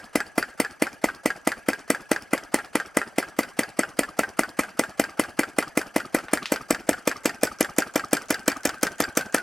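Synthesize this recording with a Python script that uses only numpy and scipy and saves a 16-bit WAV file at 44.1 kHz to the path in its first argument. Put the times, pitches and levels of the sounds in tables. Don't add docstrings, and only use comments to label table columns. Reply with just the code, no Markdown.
import sys
import numpy as np
from scipy import signal
from scipy.fft import rfft, irfft
from scipy.io import wavfile
from scipy.ndimage import uniform_filter1d

SR = 44100
rng = np.random.default_rng(int(sys.argv[2]) if len(sys.argv) > 2 else 0)


def unload_audio(sound):
    columns = np.transpose(np.atleast_2d(sound))
    steps = np.round(np.clip(columns, -1, 1) * 32767)
    wavfile.write(sys.argv[1], SR, steps.astype(np.int16))


N = 415422

# start_s, pop_db, valve_rebound_db, cam_knock_db, cam_knock_pitch_hz, bearing_tick_db
TURNS = [(-.066, -3.5, -36, -16, 1620, -39), (.1577, -4, -39, -12.5, 1680, -40),
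         (0.3816, -3.5, -34, -15.5, 1550, -46), (0.6024, -3, -41, -18.5, 1700, -41),
         (0.8234, -3, -41, -17.5, 1520, -39), (1.043, -3.5, -38, -15.5, 1500, -38.5),
         (1.2598, -4, -36, -15.5, 1640, -41), (1.4747, -3.5, -32, -16.5, 1730, -46),
         (1.6879, -2.5, -27, -16.5, 1570, -38.5), (1.904, -2.5, -37, -17, 1675, -44),
         (2.117, -3.5, -25, -18, 1664, -35), (2.3348, -3, -44, -25, 1700, -38),
         (2.5441, -4, -30, -16, 1636, -39), (2.7558, -3.5, -28, -18.5, 1644, -38),
         (2.9718, -2.5, -24, -13.5, 1633, -43), (3.1851, -4, -39, -20.5, 1585, -40),
         (3.391, -3.5, -29, -22.5, 1500, -42), (3.5928, -3, -29, -20, 1660, -37),
         (3.793, -3, -38, -17, 1560, -40), (3.9927, -4, -36, -18.5, 1680, -38),
         (4.1929, -5, -40, -14, 1540, -36), (4.3934, -4, -42, -16.5, 1520, -32.5),
         (4.5931, -3, -28, -22, 1620, -43), (4.7953, -4, -43, -18, 1610, -38),
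         (4.9988, -3, -33, -20, 1647, -39), (5.1968, -3, -29, -26, 1640, -40),
         (5.3937, -3, -38, -15.5, 1554, -41), (5.5873, -3.5, -29, -19, 1420, -37),
         (5.7756, -3, -29, -22, 1486, -42), (5.9639, -3.5, -28, -19, 1470, -39),
         (6.1481, -3.5, -32, -21, 1570, -41), (6.3355, -3.5, -33, -18, 1710, -38),
         (6.5222, -3.5, -25, -17.5, 1580, -42), (6.7087, -3.5, -22, -16, 1730, -41),
         (6.8927, -3.5, -28, -19, 1660, -42), (7.0768, -4.5, -22, -19.5, 1695, -35),
         (7.2581, -4, -25, -19.5, 1790, -38), (7.4345, -4, -22, -19, 1503, -42),
         (7.6099, -4, -17, -20, 1660, -39), (7.7862, -4, -17, -18, 1600, -39),
         (7.96, -5, -24, -21, 1602, -33.5), (8.1327, -3, -21, -19, 1626, -32.5),
         (8.3073, -4, -20, -20, 1680, -37), (8.4817, -4, -24, -16.5, 1634, -32),
         (8.6557, -5, -17.5, -21, 1550, -37), (8.8335, -5, -27, -17.5, 1540, -36),
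         (9.0043, -5.5, -16.5, -22, 1640, -39), (9.1743, -5, -26, -33, 1570, -39),
         (9.3464, -5, -21, -25, 1690, -40)]
# pitch_hz, head_end_db, flywheel_end_db, t60_s
BODY_MODES = [(215, -53, -82, 0.11), (318.3, -9, -8.5, 0.03), (514, -21, -8.5, 0.024),
              (644, -10, -11, 0.021), (851, -3.5, -17, 0.013), (1420, 2, -32, 0.0064),
              (1760, -37, -16.5, 0.073), (2024, -2, -21, 0.036), (2369, -27, -15, 0.063),
              (3090, -34, -21.5, 0.08)]
# pitch_hz, head_end_db, flywheel_end_db, t60_s
VALVE_MODES = [(3540, -33.5, -6.5, 0.034), (4485, -7.5, -6.5, 0.016), (5220, -8, 3, 0.0091),
               (6320, -7, 0.5, 0.0057), (7670, -10, 1, 0.013), (8820, -6.5, -6.5, 0.012),
               (10240, 5, -7.5, 0.0042), (11500, -1.5, 7.5, 0.003), (13750, -7, -13, 0.0063),
               (14300, -10, -13, 0.0083)]
# pitch_hz, head_end_db, flywheel_end_db, t60_s
CRACK_MODES = [(6160, -55, -16.5, 0.01), (8860, -8, -4.5, 0.003), (11850, -27, -10.5, 0.01),
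               (15300, -28, -14, 0.0055)]
# lag_turns from the pop, level_db, pitch_hz
LINKAGE_PLAY = [(-.128, (-83, -30, 2.0), (4500, 6900, 400)), (-.07, (-60, -32, 3.5), (4300, 6200, 500)),
                (.72, (-65.5, -45, 2.3), (8000, 8000, 570))]
# start_s, level_db
ROD_HOOTS = [(4.087, -31), (5.0913, -33.5), (5.6744, -31.5), (6.05, -31), (6.423, -28), (6.609, -31),
             (6.9795, -38), (7.1597, -30), (7.5153, -29), (7.6923, -33.5), (7.8673, -35.5), (8.039, -22),
             (8.2145, -34), (8.5624, -25.5), (8.7394, -30.5), (9.083, -35.5)]
# start_s, level_db, pitch_hz
LOOSE_CLACKS = [(6.2836, -23.5, 1490), (6.429, -24, 3140), (6.4567, -15.5, 3130)]
# crank_angle_turns after the pop, draught_db, rub_db, hiss_db, whistle_db
CRANK_LEVELS = [(0, -46, -22.5, -45, -48), (0.104, -42.5, -42, -39.5, -56), (.2, -53, -38, -43.5, -45.5),
                (.28, -56, -38.5, -45.5, -44.5), (.4, -55, -52, -52, -57), (.47, -47, -42, -50, -64),
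                (0.549, -47.5, -48, -44.5, -56), (.62, -67, -49.5, -56, -54.5), (.78, -61, -55, -58, -58.5),
                (.86, -66, -58.5, -64, -67), (0.891, -76, -45, -43.5, -74), (0.964, -82, -45, -50, -58),
                (0.997, -51, -21.5, -50, -38)]
# time_s, draught_db, rub_db, hiss_db, whistle_db
EFFORT_GAINS = [(0, 0., -2, -7.5, 3.5), (3., 2, 0, -6.5, 1), (6., 5, 0.5, -6, 2), (8., 5, 2.5, -4.5, 6),
                (9.42, 6, 3, -4, 14)]
# frequency_hz, level_db
DRAUGHT_COLOUR = [(25, -7), (60, 12), (125, -35), (200, -1), (320, -4.5), (500, -18), (800, -9),
                  (1500, -58)]
# frequency_hz, level_db
RUB_COLOUR = [(200, -49), (400, -10), (650, -2), (850, -4), (1020, -9.5), (1280, -1), (1600, -6),
              (1900, -7.5), (2500, -11), (3200, -15.5), (3900, -33), (6000, -55)]
# frequency_hz, level_db
HISS_COLOUR = [(2500, -5.5), (3900, -4), (4700, 5.5), (6000, -3), (6900, -2), (8500, -1), (11500, -6),
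               (13500, -16), (16000, -23)]
# time_s, pitch_hz
WHISTLE_PITCH = [(0, 1620), (6, 1625), (8.5, 1533)]
# time_s, share
LISTENING_POINT = [(0, 0.42), (5.5, 0.4), (7.5, 0.81), (9.42, 0.91)]
# frequency_hz, level_db (relative density)
FLOOR_COLOUR = [(15, -57), (25, 19), (277, 19), (1020, 13.5), (1400, 10), (3720, -55), (5140, -24),
                (9570, -66), (16000, -39)]
# frequency_hz, gain_db
SIDE_GAIN = [(60, -18), (200, -21), (1000, -18.5), (4000, -15), (8000, -12.5), (15000, -7)]
# frequency_hz, difference_db
LEFT_TILT = [(60, 1.5), (300, 1), (1000, 0.3), (4000, 0), (8000, -0.5), (13000, 0.8)]

CRACK_DB, TOUCH_DB, EDGE_DB = (-4.5, -2, 0.36), (-30, -18, 2.5), (-35, -21.5, 2)
TICK_HZ = (4600, 5840, 250)
KNOCK_LAG_TURNS = .206
BOUNCE_LAG_S, BOUNCE_DB, BOUNCE_SPREAD_DB = .0105, -14, 3.5
TICK_LAG_TURNS, TICK_LAG_S = .435, .0111
HOOT_HZ, HOOT_SPREAD_HZ = 1234, 20
FLOOR_DB = -69.5
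WHINE_HZ, WHINE_DB = 5970, -68.5
BAND_LIMIT_HZ = 16300


def pops():
    out = np.zeros(N)
    chance = rng.standard_normal((len(TURNS), 2))
    for (s, pop_db, rebound_db, *_), turn_s, view, (a, b) in zip(TURNS, *crank(), chance):
        crack_db, touch_db = blend(CRACK_DB, view, a), blend(TOUCH_DB, view, b)

        body = ring(heard_from(BODY_MODES, view), 0.0082, 1.0, 0.12) * gain_of(pop_db)
        add(out, s - .0004, np.convolve(body, push(.0003)))
        add(out, s - .0018, -.55 * np.convolve(body, push(.0008)))
        add(out, s - .0038, gain_of(-12.5) * np.diff(body, prepend=0))

        plate = ring(heard_from(VALVE_MODES, view), .012, 1.1, 3.1, size=800)
        rattle = np.convolve(plate, burst(9200, 12900, 0.081, size=4000))
        add(out, s, gain_of(crack_db - 17.5) * rattle / abs(rattle).max())
        snap = ring(heard_from(CRACK_MODES, view), 0.052, 2.9, 1.0, size=600)
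        soft_snap = np.convolve(snap, [.5, 1, .5])
        add(out, s - .0001, gain_of(crack_db) * soft_snap)

        add(out, s - .0038, gain_of(touch_db) * burst(9200, 10800, 0.028))
        add(out, s - .0022, gain_of(touch_db + 1.8 + 3.9 * view) * burst(6460, 2970, 0.0092))

        back_s = s + .033 - .087 * turn_s
        add(out, back_s, gain_of(rebound_db) * burst(4900 + 1200 * view, 1800, 0.0087))
        add(out, back_s - .002, gain_of(pop_db - 19.5) * burst(443, 395, 0.03))
        add(out, back_s, gain_of(pop_db - 22.5) * burst(2150, 680, 0.058))
    bass = signal.sosfiltfilt(signal.butter(4, 165, fs=SR, output="sos"), out)
    return out - .8 * bass


def knocks():
    out, t = np.zeros(N), np.arange(5000) / SR
    chance = rng.standard_normal((len(TURNS), 3))
    # pitch_hz, level_db, t60_s
    rods = [(4770, -3.5, 0.026), (5270, -14.0, 0.024), (7600, -18.5, .09),
            (5900, -37.0, 0.026), (10500, -33.0, .04)]
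    for (pop_s, _, _, db, hz, _), turn_s, view, (a, b, c) in zip(TURNS, *crank(), chance):
        s = pop_s + KNOCK_LAG_TURNS * turn_s
        edge_db = blend(EDGE_DB, view, a)

        cluster = [(hz, -4., .05), (1400, -10., .05), (1850, -12., .05), (1605, -14., .09),
                   (800, -19., .06), (420, -20., .05), (2500, -24., .05)]
        chatter = 1 + 0.5 * np.sin(t * 2 * np.pi * rng.uniform(154, 309))
        onset = 1 - np.exp(-t / 0.0004)
        blow = gain_of(db) * ring(cluster, 0.0099, 1.2, 1.0) * chatter * onset
        add(out, s - .0004, blow)
        bounce_s = s + BOUNCE_LAG_S * (1 + 0.1423 * b)
        add(out, bounce_s, gain_of(BOUNCE_DB + BOUNCE_SPREAD_DB * c) * blow)

        add(out, s, gain_of(edge_db - 3.5) * ring(rods, 0.007, 4.2, 2.0))
        add(out, s, gain_of(edge_db) * burst(3900, 7600, 0.03))
    return out


def ticks():
    out = np.zeros(N)
    chance = rng.standard_normal((len(TURNS), len(LINKAGE_PLAY) + 1, 3))
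    for (s, *_, bearing_db), turn_s, view, luck in zip(TURNS, *crank(), chance):
        bearing_lag_s = TICK_LAG_S + TICK_LAG_TURNS * turn_s
        rows = [(bearing_lag_s, bearing_db, blend(TICK_HZ, view, luck[-1, 1]))]
        for (lag_turns, db, hz), (a, b, c) in zip(LINKAGE_PLAY, luck):
            lag_s = lag_turns * turn_s + .0005 * c
            rows.append((lag_s, blend(db, view, a), blend(hz, view, b)))
        for lag_s, db, hz in rows:
            add(out, s + lag_s, gain_of(db + 2.5) * burst(hz, 1180, 0.0067))
            add(out, s + lag_s, gain_of(db) * burst(6300, 8200, 0.009))
    return out


def hoots():
    out, t = np.zeros(N), np.arange(round(.014 * SR)) / SR
    pitches = HOOT_HZ + HOOT_SPREAD_HZ * rng.standard_normal(len(ROD_HOOTS))
    for (s, db), hz in zip(ROD_HOOTS, pitches):
        tone = np.sin(2 * np.pi * (hz * t + rng.random()))
        add(out, s - .004, gain_of(db) * tone * np.hanning(len(t)) ** 1.8)
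    return out


def clacks():
    out = np.zeros(N)
    for s, db, hz in LOOSE_CLACKS:
        add(out, s, gain_of(db) * burst(hz * 0.95, hz * 0.91, 0.011))
        add(out, s + 0.00073, gain_of(db - 8.5) * burst(hz, hz, 0.16, size=6000))
    return out


def sliding():
    t, at = np.arange(N) / SR, np.transpose(TURNS)[0]
    at = np.r_[at, 2 * at[-1] - at[-2]]
    angle = np.interp(t, at, np.arange(len(at))) % 1
    turns, *layers = np.transpose(CRANK_LEVELS)
    s, *efforts = np.transpose(EFFORT_GAINS)
    draught_db, rub_db, hiss_db, whistle_db = (
        np.interp(angle, turns, db) + np.interp(t, s, effort_db)
        for db, effort_db in zip(layers, efforts))
    draught = coloured_noise(DRAUGHT_COLOUR, draught_db, 2.6)
    rub = coloured_noise(RUB_COLOUR, rub_db, 3.1)
    fine_hiss = coloured_noise(HISS_COLOUR, hiss_db, 3.2)
    return draught + rub + fine_hiss + whistle(whistle_db, 78)


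def whistle(level_db, width_hz):
    t = np.arange(N) / SR
    waver = 1.8 * uniform_filter1d(rng.standard_normal(N), size=3000)
    hz = np.interp(t, *np.transpose(WHISTLE_PITCH)) * (1 + waver)
    r = np.exp(-np.pi * width_hz / SR)
    noise = rng.standard_normal(N) + 1j * rng.standard_normal(N)
    slow = signal.lfilter([1], np.convolve([1, -r], [1, -r]), noise)
    tone = (slow * np.exp(2j * np.pi * np.cumsum(hz) / SR)).real
    return tone / tone.std() * gain_of(level_db)


def crank():
    at = np.transpose(TURNS)[0]
    view = np.interp(at, *np.transpose(LISTENING_POINT))
    return np.diff(at, append=2 * at[-1] - at[-2]), np.clip(view, 0, 1)


def blend(rule, view, chance):
    head, wheel, spread = rule
    return head + view * (wheel - head) + spread * chance


def heard_from(modes, view):
    hz, head_db, wheel_db, t60 = np.transpose(modes)
    return np.transpose([hz, head_db + view * (wheel_db - head_db), t60])


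def ring(modes, detune, spread_db, phase_spread, size=5000):
    hz, db, t60 = np.transpose(modes)[:, :, None]
    a, b, c = rng.standard_normal((3, len(modes), 1))
    t = np.arange(size) / SR
    wave = np.sin(2 * np.pi * hz * (1 + detune * a) * t + phase_spread * c)
    decay_db = -60 * t / t60
    return (gain_of(db + spread_db * b + decay_db) * wave).sum(0)


def push(seconds):
    shape = np.hanning(round(seconds * SR) + 2)
    return shape / shape.sum()


def burst(hz, width_hz, t60, size=1500):
    noise = rng.standard_normal(size) * gain_of(-60 * np.arange(size) / SR / t60)
    band = np.clip([hz - width_hz / 2, hz + width_hz / 2], 50, 17000)
    out = signal.sosfilt(signal.butter(2, band, "band", fs=SR, output="sos"), noise)
    return out / abs(out).max()


def coloured_noise(spectrum, level_db, patchy_db):
    frames, hz = N // 128 + 5, np.fft.rfftfreq(512, 1 / SR)
    a, b, patches = rng.standard_normal((3, 257, frames))
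    patches = uniform_filter1d(patches, size=5, axis=0)
    patches = uniform_filter1d(patches, size=5, axis=1) * 5
    z = (a + 1j * b) * gain_of(read(spectrum, hz)[:, None] + patchy_db * patches)
    noise = signal.istft(z, nperseg=512, noverlap=384)[1][:N]
    return noise / noise.std() * gain_of(level_db)


def gain_of(db):
    return 10 ** (np.asarray(db) / 20)


def read(points, hz):
    f, value = np.transpose(points)
    return np.interp(np.log(hz + 1), np.log(f + 1), value)


def add(mix, s, sound):
    at = round(s * SR)
    sound = sound[max(-at, 0):]
    part = mix[max(at, 0):][:len(sound)]
    part += sound[:len(part)]


def room(x, t60, gap, size=12000):
    taps = np.zeros(size)
    at = np.arange(gap, size - 20, 20).astype(int)
    taps[at + rng.integers(0, 20, len(at))] = rng.choice([-1., 1.], len(at))
    taps *= gain_of(-60 * np.arange(size) / SR / t60)
    return signal.fftconvolve(x, taps / np.linalg.norm(taps))[:N]


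def shifting_reflections(x, t60, gap):
    phase = np.arange(N) / SR * 1.262
    shares = [np.cos(np.pi * (phase + k / 3)) * np.sqrt(2 / 3) for k in range(3)]
    return sum(room(x * share, t60, gap, size=4000) for share in shares)


def whine():
    return gain_of(WHINE_DB) * np.sin(2 * np.pi * WHINE_HZ * np.arange(N) / SR)


def scene():
    hits = pops() + knocks() + hoots() + ticks() + clacks()
    engine = hits + sliding()
    mid = engine + gain_of(-19.5) * room(hits, 0.19, 150)
    mid += whine() + coloured_noise(FLOOR_COLOUR, FLOOR_DB, 1.3)

    scattered = gain_of(-3.5) * shifting_reflections(engine, 0.062, 10)
    scattered += gain_of(-14.5) * room(engine, 0.66, 150)
    scattered += coloured_noise(FLOOR_COLOUR, FLOOR_DB + 29.5, 1.5)

    hz = np.fft.rfftfreq(N, 1 / SR)
    quarter_turned = 1j * gain_of(-1.5) * rfft(engine)
    side = (rfft(scattered) + quarter_turned) * gain_of(read(SIDE_GAIN, hz))
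    lean = gain_of(read(LEFT_TILT, hz) / 2)
    left = irfft(rfft(mid) * lean + side, N)
    right = irfft(rfft(mid) / lean - side, N)
    return np.array([left, right])


def record(dry):
    thin = signal.sosfilt(signal.butter(1, 40, "high", fs=SR, output="sos"), dry)
    lowpass = signal.firwin(511, BAND_LIMIT_HZ, window=("kaiser", 9), fs=SR)
    return signal.oaconvolve(np.clip(thin, -1, 1), lowpass[None], "same")


dry = scene()
out = record(dry)
unload_audio(out)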